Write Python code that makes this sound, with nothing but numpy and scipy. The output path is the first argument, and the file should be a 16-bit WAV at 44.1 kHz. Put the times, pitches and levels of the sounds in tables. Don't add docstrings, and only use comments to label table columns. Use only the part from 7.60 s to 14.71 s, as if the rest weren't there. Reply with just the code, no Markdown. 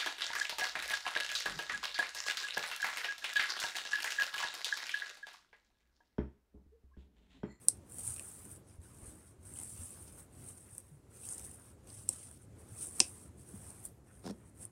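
import sys
import numpy as np
from scipy import signal
from scipy.fft import rfft, irfft, next_fast_len
from scipy.io import wavfile
from scipy.ndimage import uniform_filter1d, map_coordinates

SR = 44100
rng = np.random.default_rng(int(sys.argv[2]) if len(sys.argv) > 2 else 0)


def wav_out(sig):
    wavfile.write(sys.argv[1], SR, np.round(np.clip(np.atleast_2d(sig).T, -1, 1) * 32767).astype(np.int16))


N = 313547

# freq_hz, density_db (dB per Hz)
TICK_TONE = [(3000, -39.5), (6000, -5.5), (8000, -4), (11000, 0), (13000, -2), (20000, -44.5)]
SMACK_TONE = [(1500, -45.5), (2500, 5), (4300, 0.5), (5500, 1.5), (6500, -1.5), (8000, -41.5),
              (20000, -63.5)]
FIZZ_TONE = [(8000, -63.5), (11000, -9), (13000, -2), (16000, 5.5), (20000, -17)]
USUAL_DB = -55
SMACK_DB, SMACK_GROWS = -71.5, 0.67
FIZZ_DB, FIZZ_GROWS = -68.5, 0.65


def peeling():
    peel_db, wet_db, fizz_db, _ = rolling()
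    surge_db = peel_db + 0.56 * wobble(20)
    lumps_db = 1.6 * wobble(260) + 1.2 * wobble(35) + 0.72 * wobble(7.6)

    tick_grain = crackle(rate=1100, spread_db=2.5, share=0.45)
    ticks = coloured(amp(lumps_db) * tick_grain, TICK_TONE)

    wet_lumps_db = 0.88 * lumps_db + 0.59 * wobble(16)
    wet_grain = crackle(rate=590, spread_db=3, share=0.23)
    wet = coloured(amp(wet_lumps_db) * wet_grain, SMACK_TONE)

    fine_grain = crackle(rate=1500, spread_db=0.5, share=0.15)
    fine = coloured(amp(0.42 * lumps_db) * fine_grain, FIZZ_TONE)

    above_usual_db = surge_db - USUAL_DB
    smack_level_db = SMACK_DB + wet_db + SMACK_GROWS * above_usual_db
    fizz_level_db = FIZZ_DB + fizz_db + FIZZ_GROWS * above_usual_db
    return amp(surge_db) * ticks + amp(smack_level_db) * wet + amp(fizz_level_db) * fine


# time_s, peel_db
PEEL_STRETCHES = [
    [(0.0, -64.5), (0.02, -59.5), (0.15, -65.5)],
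    [(0.3, -61.5), (0.39, -46.5), (0.48, -42), (0.53, -48), (0.88, -56), (0.92, -52), (0.97, -63.5)],
    [(1.08, -69), (1.11, -68.5), (1.16, -70.5)],
    [(1.24, -58.5), (1.34, -66), (1.47, -56), (1.72, -69.5)],
    [(1.86, -59), (2.02, -49.5), (2.07, -55.5), (2.22, -47.5), (2.3, -52), (2.56, -57.5)],
    [(2.58, -54.5), (2.6, -53), (2.62, -61)],
    [(2.73, -67.5), (2.89, -50.5), (2.94, -59.5), (3.04, -63.5), (3.17, -57.5), (3.22, -67), (3.38, -77)],
    [(3.55, -59.5), (3.59, -60.5), (3.66, -47.5), (3.72, -45.5), (4.01, -60.5), (4.06, -58), (4.12, -68)],
    [(4.28, -60), (4.31, -58.5), (4.35, -55)],
    [(4.37, -53.5), (4.4, -55), (4.47, -61), (4.53, -50), (4.57, -55), (4.66, -56.5), (4.83, -69)],
    [(5.0, -65), (5.07, -67), (5.23, -41.5), (5.31, -55.5), (5.39, -44), (5.5, -52.5), (5.66, -63)],
    [(5.79, -68), (5.91, -59.5), (6.08, -55.5), (6.23, -61.5)],
    [(6.24, -55.5), (6.258, -46.5), (6.285, -65.5), (6.32, -76)],
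    [(6.47, -70.5), (6.6, -67.5), (6.75, -72.5), (6.9, -71.5)],
    [(6.97, -66.5), (7.03, -50), (7.056, -64)],
]
# wet_smack_db, fine_fizz_db, table_weight_db
STRETCH_TOUCH = [(0, 1.5, -2.5), (0.5, 3, -1.5), (3.5, -3.5, -2), (0, -1.5, 1.5), (0.5, 1, 1), (1, 4.5, -1),
                 (0.5, 0.5, -0.5), (1.5, 0.5, 0), (3.5, -0.5, -2), (2.5, -2, 3), (0, 0, 1.5), (1, 0.5, 4),
                 (0, 6, -8), (-1.5, -2.5, 3.5), (-1.5, -1, -1)]
RISE_DB_PER_S, FALL_DB_PER_S, STILL_DB = 420, 350, -85


def rolling():
    t = np.arange(N) / SR
    levels = []
    for stretch in PEEL_STRETCHES:
        time_s, peel_db = np.transpose(stretch)
        before_s = np.maximum(time_s[0] - t, 0)
        after_s = np.maximum(t - time_s[-1], 0)
        course_db = np.interp(t, time_s, peel_db)
        levels.append(course_db - RISE_DB_PER_S * before_s - FALL_DB_PER_S * after_s)
    loudest = np.argmax(levels, axis=0)
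    touch = uniform_filter1d(np.array(STRETCH_TOUCH, float)[loudest], size=SR // 50, axis=0)
    return np.maximum(np.max(levels, axis=0), STILL_DB), *touch.T


# start_s, level_db, low_cavity_hz, low_cavity_db, high_cavity_hz, high_cavity_db, snap_db, thud_db
BUBBLES = [(0.0847, -7.5, 4100, -18, 7030, -20.5, 8, -47), (0.3213, -42, 2470, -24, 6340, -21, 12, -37),
           (0.3845, -37, 2220, -18, 6230, -22, 8, -23), (0.4767, -24, 2330, -20, 6260, -26, 4, -41),
           (0.563, -27.5, 2600, -14, 5200, -16, -1, -37), (0.582, -42, 2670, -4.5, 6390, -23, 0, -33),
           (0.5955, -28.5, 2500, -6, 5200, -11, 0, -47), (0.961, -35.5, 2800, -20.5, 6190, -28, 1, -38),
           (1.2171, -49.5, 4080, -11.5, 5490, -22, -3, -30), (1.3865, -44.5, 2480, -20, 6390, -27, 2, -21),
           (1.8537, -44, 2450, -22, 6310, -18, 5, -32.5), (1.9385, -45, 2310, -24, 6440, -26, 10.5, -36),
           (1.9595, -38.5, 3020, -11.5, 6260, -27, -3, -41), (1.9739, -37, 2900, -6, 6500, -27, 0, -35),
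           (1.9883, -29.5, 3070, -13, 6490, -27, 6.5, -32), (1.9994, -38, 3020, -7.5, 5570, -25, 11, -38),
           (2.0141, -34, 2260, -24, 6500, -26, 7, -29), (2.0339, -32.5, 2950, -30, 6470, -26, 8, -45),
           (2.9806, -44.5, 2200, -12, 5490, -18, 1, -20), (3.1499, -49.5, 2860, -15, 6340, -6, 10, -14.5),
           (3.181, -28, 2340, -27, 6400, -22.5, 7.5, -34.5), (3.6338, -35, 2420, -17, 6450, -21, -1, -34),
           (3.6884, -31, 2300, -21, 6400, -8, 4, -34), (3.7345, -29, 4030, -30, 6600, -11, 1, -45),
           (3.7805, -34.5, 3150, -27, 6400, -7.5, 3, -36), (3.7952, -32, 2480, -20, 6450, -11, 5, -32),
           (4.2729, -48.5, 2780, -8, 4850, -11, 7.5, -20), (4.302, -41, 2780, -16, 5040, -3, -2, -30),
           (4.49, -7, 2750, -30, 5430, -19, -3, -43), (5.402, -2, 4600, -15, 6140, -15, -4.5, -39),
           (5.403, -3.5, 2645, -8.5, 5360, 0, -17.5, -33), (6.1031, -38, 2630, -24, 6420, -22.5, -5, -25),
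           (6.2529, -34.5, 2940, -29, 5860, -34, 10.5, -27.5),
           (7.0229, -51, 2880, -26, 6030, -18, 5.5, -23), (7.0524, -34.5, 2640, -29.5, 6480, -19.5, 7, -32)]
# freq_hz, level_db, t60_s
TABLE_KNOCK = [(251, 3, 0.051), (343.6, 2, 0.072), (520, -1.5, 0.087), (754, 0, 0.051), (1014, 7.5, 0.015),
               (1480, 9.5, 0.0062)]
TEAR_S = 0.00087


def pops():
    out, t = np.zeros(N), np.arange(SR // 8) / SR
    lead_s = 0.007
    tear_at = round(lead_s * SR)
    for start_s, level_db, low_hz, low_db, high_hz, high_db, snap_db, thud_db in BUBBLES + stray_pops(count=30):
        lead_in = 0.073 * np.exp((t - lead_s) / 0.0016)
        tear = np.exp(-((t - lead_s) / TEAR_S) ** 2)
        burst = np.where(t < lead_s, lead_in, tear) * rng.standard_normal(len(t))
        burst[tear_at] = 1.5
        burst /= np.linalg.norm(burst)

        cavity = np.zeros(len(t))
        # freq_hz, level_db, cycles to fall 60 dB
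        for hz, db, cycles in [(low_hz, low_db, 16), (high_hz, high_db, 15), (9200, -14, 8), (13200, snap_db, 7)]:
            onset = (1 - np.exp(-t * hz / 0.59)) ** 2
            cavity += amp(db - 60 * t * hz / cycles) * onset * np.sin(2 * np.pi * hz * t)

        board = np.zeros(len(t))
        for hz, db, t60_s in TABLE_KNOCK:
            board += amp(db + rng.normal(0, 1.5) - 60 * t / t60_s) * np.sin(2 * np.pi * hz * t)
        thud = np.roll(amp(thud_db) * board * (1 - np.exp(-t / 0.00078)), tear_at)

        crack = signal.fftconvolve(burst, cavity)[:len(t)]
        pop = np.pad(amp(level_db) * (crack + thud), (0, SR // 6))
        spot = out[round((start_s - lead_s) * SR):][:len(pop)]
        spot += (pop + room(pop))[:len(spot)]
    return out


# over_peel_db, low_cavity_hz, low_cavity_db, high_cavity_hz, high_cavity_db, snap_db, thud_db
STRAY_BUBBLE = (12, 2600, -26, 6299.5, -30, 8, -26.5)


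def stray_pops(count):
    over_db, low_hz, low_db, high_hz, *rest = STRAY_BUBBLE
    peel_db = rolling()[0]
    when = rng.uniform(0.022, 0.81, count) * N
    chance = rng.standard_normal((count, 4))
    rows = []
    for at, (a, b, c, d) in zip(when, chance):
        level_db = peel_db[int(at)] + over_db + 3 * a
        low = low_hz * np.exp(0.12 * b)
        high = high_hz * np.exp(0.044 * d)
        rows.append((at / SR, level_db, low, low_db + 5 * c, high, *rest))
    return rows


# freq_hz, width_hz, level_db
SLIP_MODES = [(211, 28, 5), (470, 198, -3), (1020, 800, -10), (1850, 1000, -36), (3350, 440, -29),
              (5420, 1100, -22), (14470, 2000, -25.5)]
JUDDER_S, SLIP_S, SLIP_SCATTER_S = 6.6325, 0.0112, 0.0005
SWELL_S, SWELL_DB, SWELL_HALF_S = 6.682, -26, 0.029


def judder():
    push, t = np.zeros(N), np.arange(-SR // 100, SR // 100) / SR
    slips_s = JUDDER_S + SLIP_S * np.arange(8) + SLIP_SCATTER_S * rng.standard_normal(8)
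    for slip_s in slips_s:
        level_db = SWELL_DB - 6 * ((slip_s - SWELL_S) / SWELL_HALF_S) ** 2 + rng.normal(0, 2.3)
        strain_shape = np.where(t < 0, np.exp(t / 0.0047), np.exp(-t / 0.0012))
        strain = strain_shape * rng.standard_normal(len(t))
        release = -1.2 * np.exp(-(t / 0.00055) ** 2)
        push[round(slip_s * SR) - SR // 100:][:len(t)] += amp(level_db) * (strain + release)

    def modes(f):
        total = 0
        for k, (centre, width, db) in enumerate(SLIP_MODES):
            total = total + (-1) ** k * amp(db) * 1j * f * width / (centre ** 2 - f ** 2 + 1j * f * width)
        return total

    shake = filtered(push, modes)
    return shake + room(shake)


# freq_hz, density_db (dB per Hz)
RUMBLE_TONE = [(15, -84.5), (25, -57.5), (67, -1.5), (102, 5.5), (124, -1), (162, -7.5), (248, -8),
               (500, -25.5), (650, -46), (1100, -120)]
RUB_TONE = [(150, -27.5), (350, -1), (700, -4), (1300, -5.5), (2200, -11.5), (4000, -27.5), (8000, -68.5)]
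# start_s, level_db, pitch_hz, t60_s
PALM_BUMPS = [(0.468, -41.5, 114, 0.21), (0.499, -42, 87, 0.14), (1.187, -33, 80, 0.07),
              (1.424, -43, 73, 0.1), (1.475, -40, 70.6, 0.1), (1.787, -45, 87.6, 0.2),
              (2.189, -39.5, 86, 0.22), (2.134, -43, 108, 0.13), (2.215, -41.5, 235, 0.06),
              (3.125, -46, 105, 0.13), (3.314, -44, 145, 0.18), (4.325, -47, 94.5, 0.18),
              (5.116, -38.5, 108, 0.14), (5.938, -33.5, 198, 0.066)]
RUMBLE_DB, RUMBLE_GROWS = -61.5, 0.21
RUB_DB, RUB_GROWS = -68.5, 0.48


def table():
    peel_db, *_, weight_db = rolling()
    above_usual_db = peel_db - USUAL_DB
    rumble_db = RUMBLE_DB + weight_db + RUMBLE_GROWS * above_usual_db
    rub_db = RUB_DB + 0.17 * weight_db + RUB_GROWS * above_usual_db
    out = amp(rumble_db + 3 * wobble(13)) * coloured(rng.standard_normal(N), RUMBLE_TONE)
    rustle = coloured(crackle(rate=300, spread_db=3.5, share=0.2), RUB_TONE)
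    out += amp(rub_db + 1.4 * wobble(18)) * rustle

    t = np.arange(SR // 4) / SR
    onset = 1 - np.exp(-t / 0.0055)
    for start_s, level_db, pitch_hz, t60_s in PALM_BUMPS:
        bump = amp(level_db - 60 * t / max(t60_s, 0.01)) * np.sin(2 * np.pi * pitch_hz * t) * onset
        out[round(start_s * SR):][:len(t)] += bump
    return out


# freq_hz, t60_s
ROOM_DECAY = [(200, 0.3), (1000, 0.24), (5000, 0.15), (12000, 0.098)]


def room(x):
    _, t, z = signal.stft(rng.standard_normal(SR // 4), SR, nperseg=256)
    hz = np.fft.rfftfreq(256, 1 / SR)
    decay = amp(-60 * t / along(ROOM_DECAY, hz)[:, None])
    tail = signal.istft(z * decay, SR, nperseg=256)[1]
    late = signal.fftconvolve(np.pad(x, (200, 0)), tail / np.linalg.norm(tail))[:len(x)]

    near_n = SR // 50
    near_fade = amp(-60 * np.arange(near_n) / SR / 0.014)
    near = unit(rng.standard_normal(near_n) * near_fade) / np.sqrt(near_n)
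    early = signal.fftconvolve(np.pad(x, (70, 0)), near)[:len(x)]
    return amp(-14.5) * late + amp(-12.5) * early


# freq_hz, density_db (dB per Hz)
AIR_TONE = [(15, -42.5), (25, -24.5), (63, 1), (92, 2), (167, -6), (349, -7.5), (900, -23), (1980, -31.5),
            (2600, -36), (7000, -49), (9000, -64), (12000, -46), (16000, -37), (21000, -40)]


def air():
    hush = coloured(patchy(rng.standard_normal(N), depth_db=1.5), AIR_TONE)
    return amp(-61.5 + 2.5 * wobble(6)) * hush


# freq_hz, width_hz
PORT_MODES = [(8400, 1320), (9500, 1300)]


def port(hz):
    return np.prod([c * c / (c * c - hz * hz + 1j * hz * width) for c, width in PORT_MODES], axis=0)


def crackle(rate, spread_db, share):
    chance = rate / SR * amp(8.7 * wobble(25))
    hits = (rng.random(N) < chance) * rng.choice([-1, 1], N)
    ticks = hits * amp(spread_db * np.minimum(rng.exponential(size=N), 5))
    share = np.clip(share, 0, 1)
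    mix = np.sqrt(share) * unit(ticks) + np.sqrt(1 - share) * rng.standard_normal(N)
    return patchy(mix, depth_db=2.5)


def patchy(x, depth_db):
    z = signal.stft(x, nperseg=512)[2]
    field = uniform_filter1d(rng.standard_normal(z.shape), size=3, axis=0)
    field = uniform_filter1d(field, size=7, axis=1)
    return signal.istft(z * amp(depth_db * unit(field)), nperseg=512)[1][:N]


def coloured(x, spectrum):
    x = filtered(x, lambda hz: amp(along(spectrum, hz)))
    return x / np.std(filtered(x, port))


def filtered(x, response):
    m = next_fast_len(N + SR // 2)
    return irfft(rfft(x, m) * response(np.fft.rfftfreq(m, 1 / SR)), m)[..., :N]


def wobble(rate):
    knots = rng.standard_normal(int(N * rate / SR) + 4)
    return map_coordinates(knots, [np.arange(N) * rate / SR])


def along(points, hz):
    f, v = np.transpose(points)
    return np.interp(np.log(hz + 1), np.log(f + 1), v)


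def amp(db):
    return 10 ** (np.asarray(db) / 20)


def unit(x):
    return x / np.sqrt(np.mean(x ** 2) + 1e-20)


def scene():
    return (pops() + judder() + peeling() + table() + air())[None]


TOP_HZ = 15900


def record(dry):
    return filtered(dry, lambda hz: port(hz) * (hz < TOP_HZ))


dry = scene()
out = record(dry)
wav_out(out)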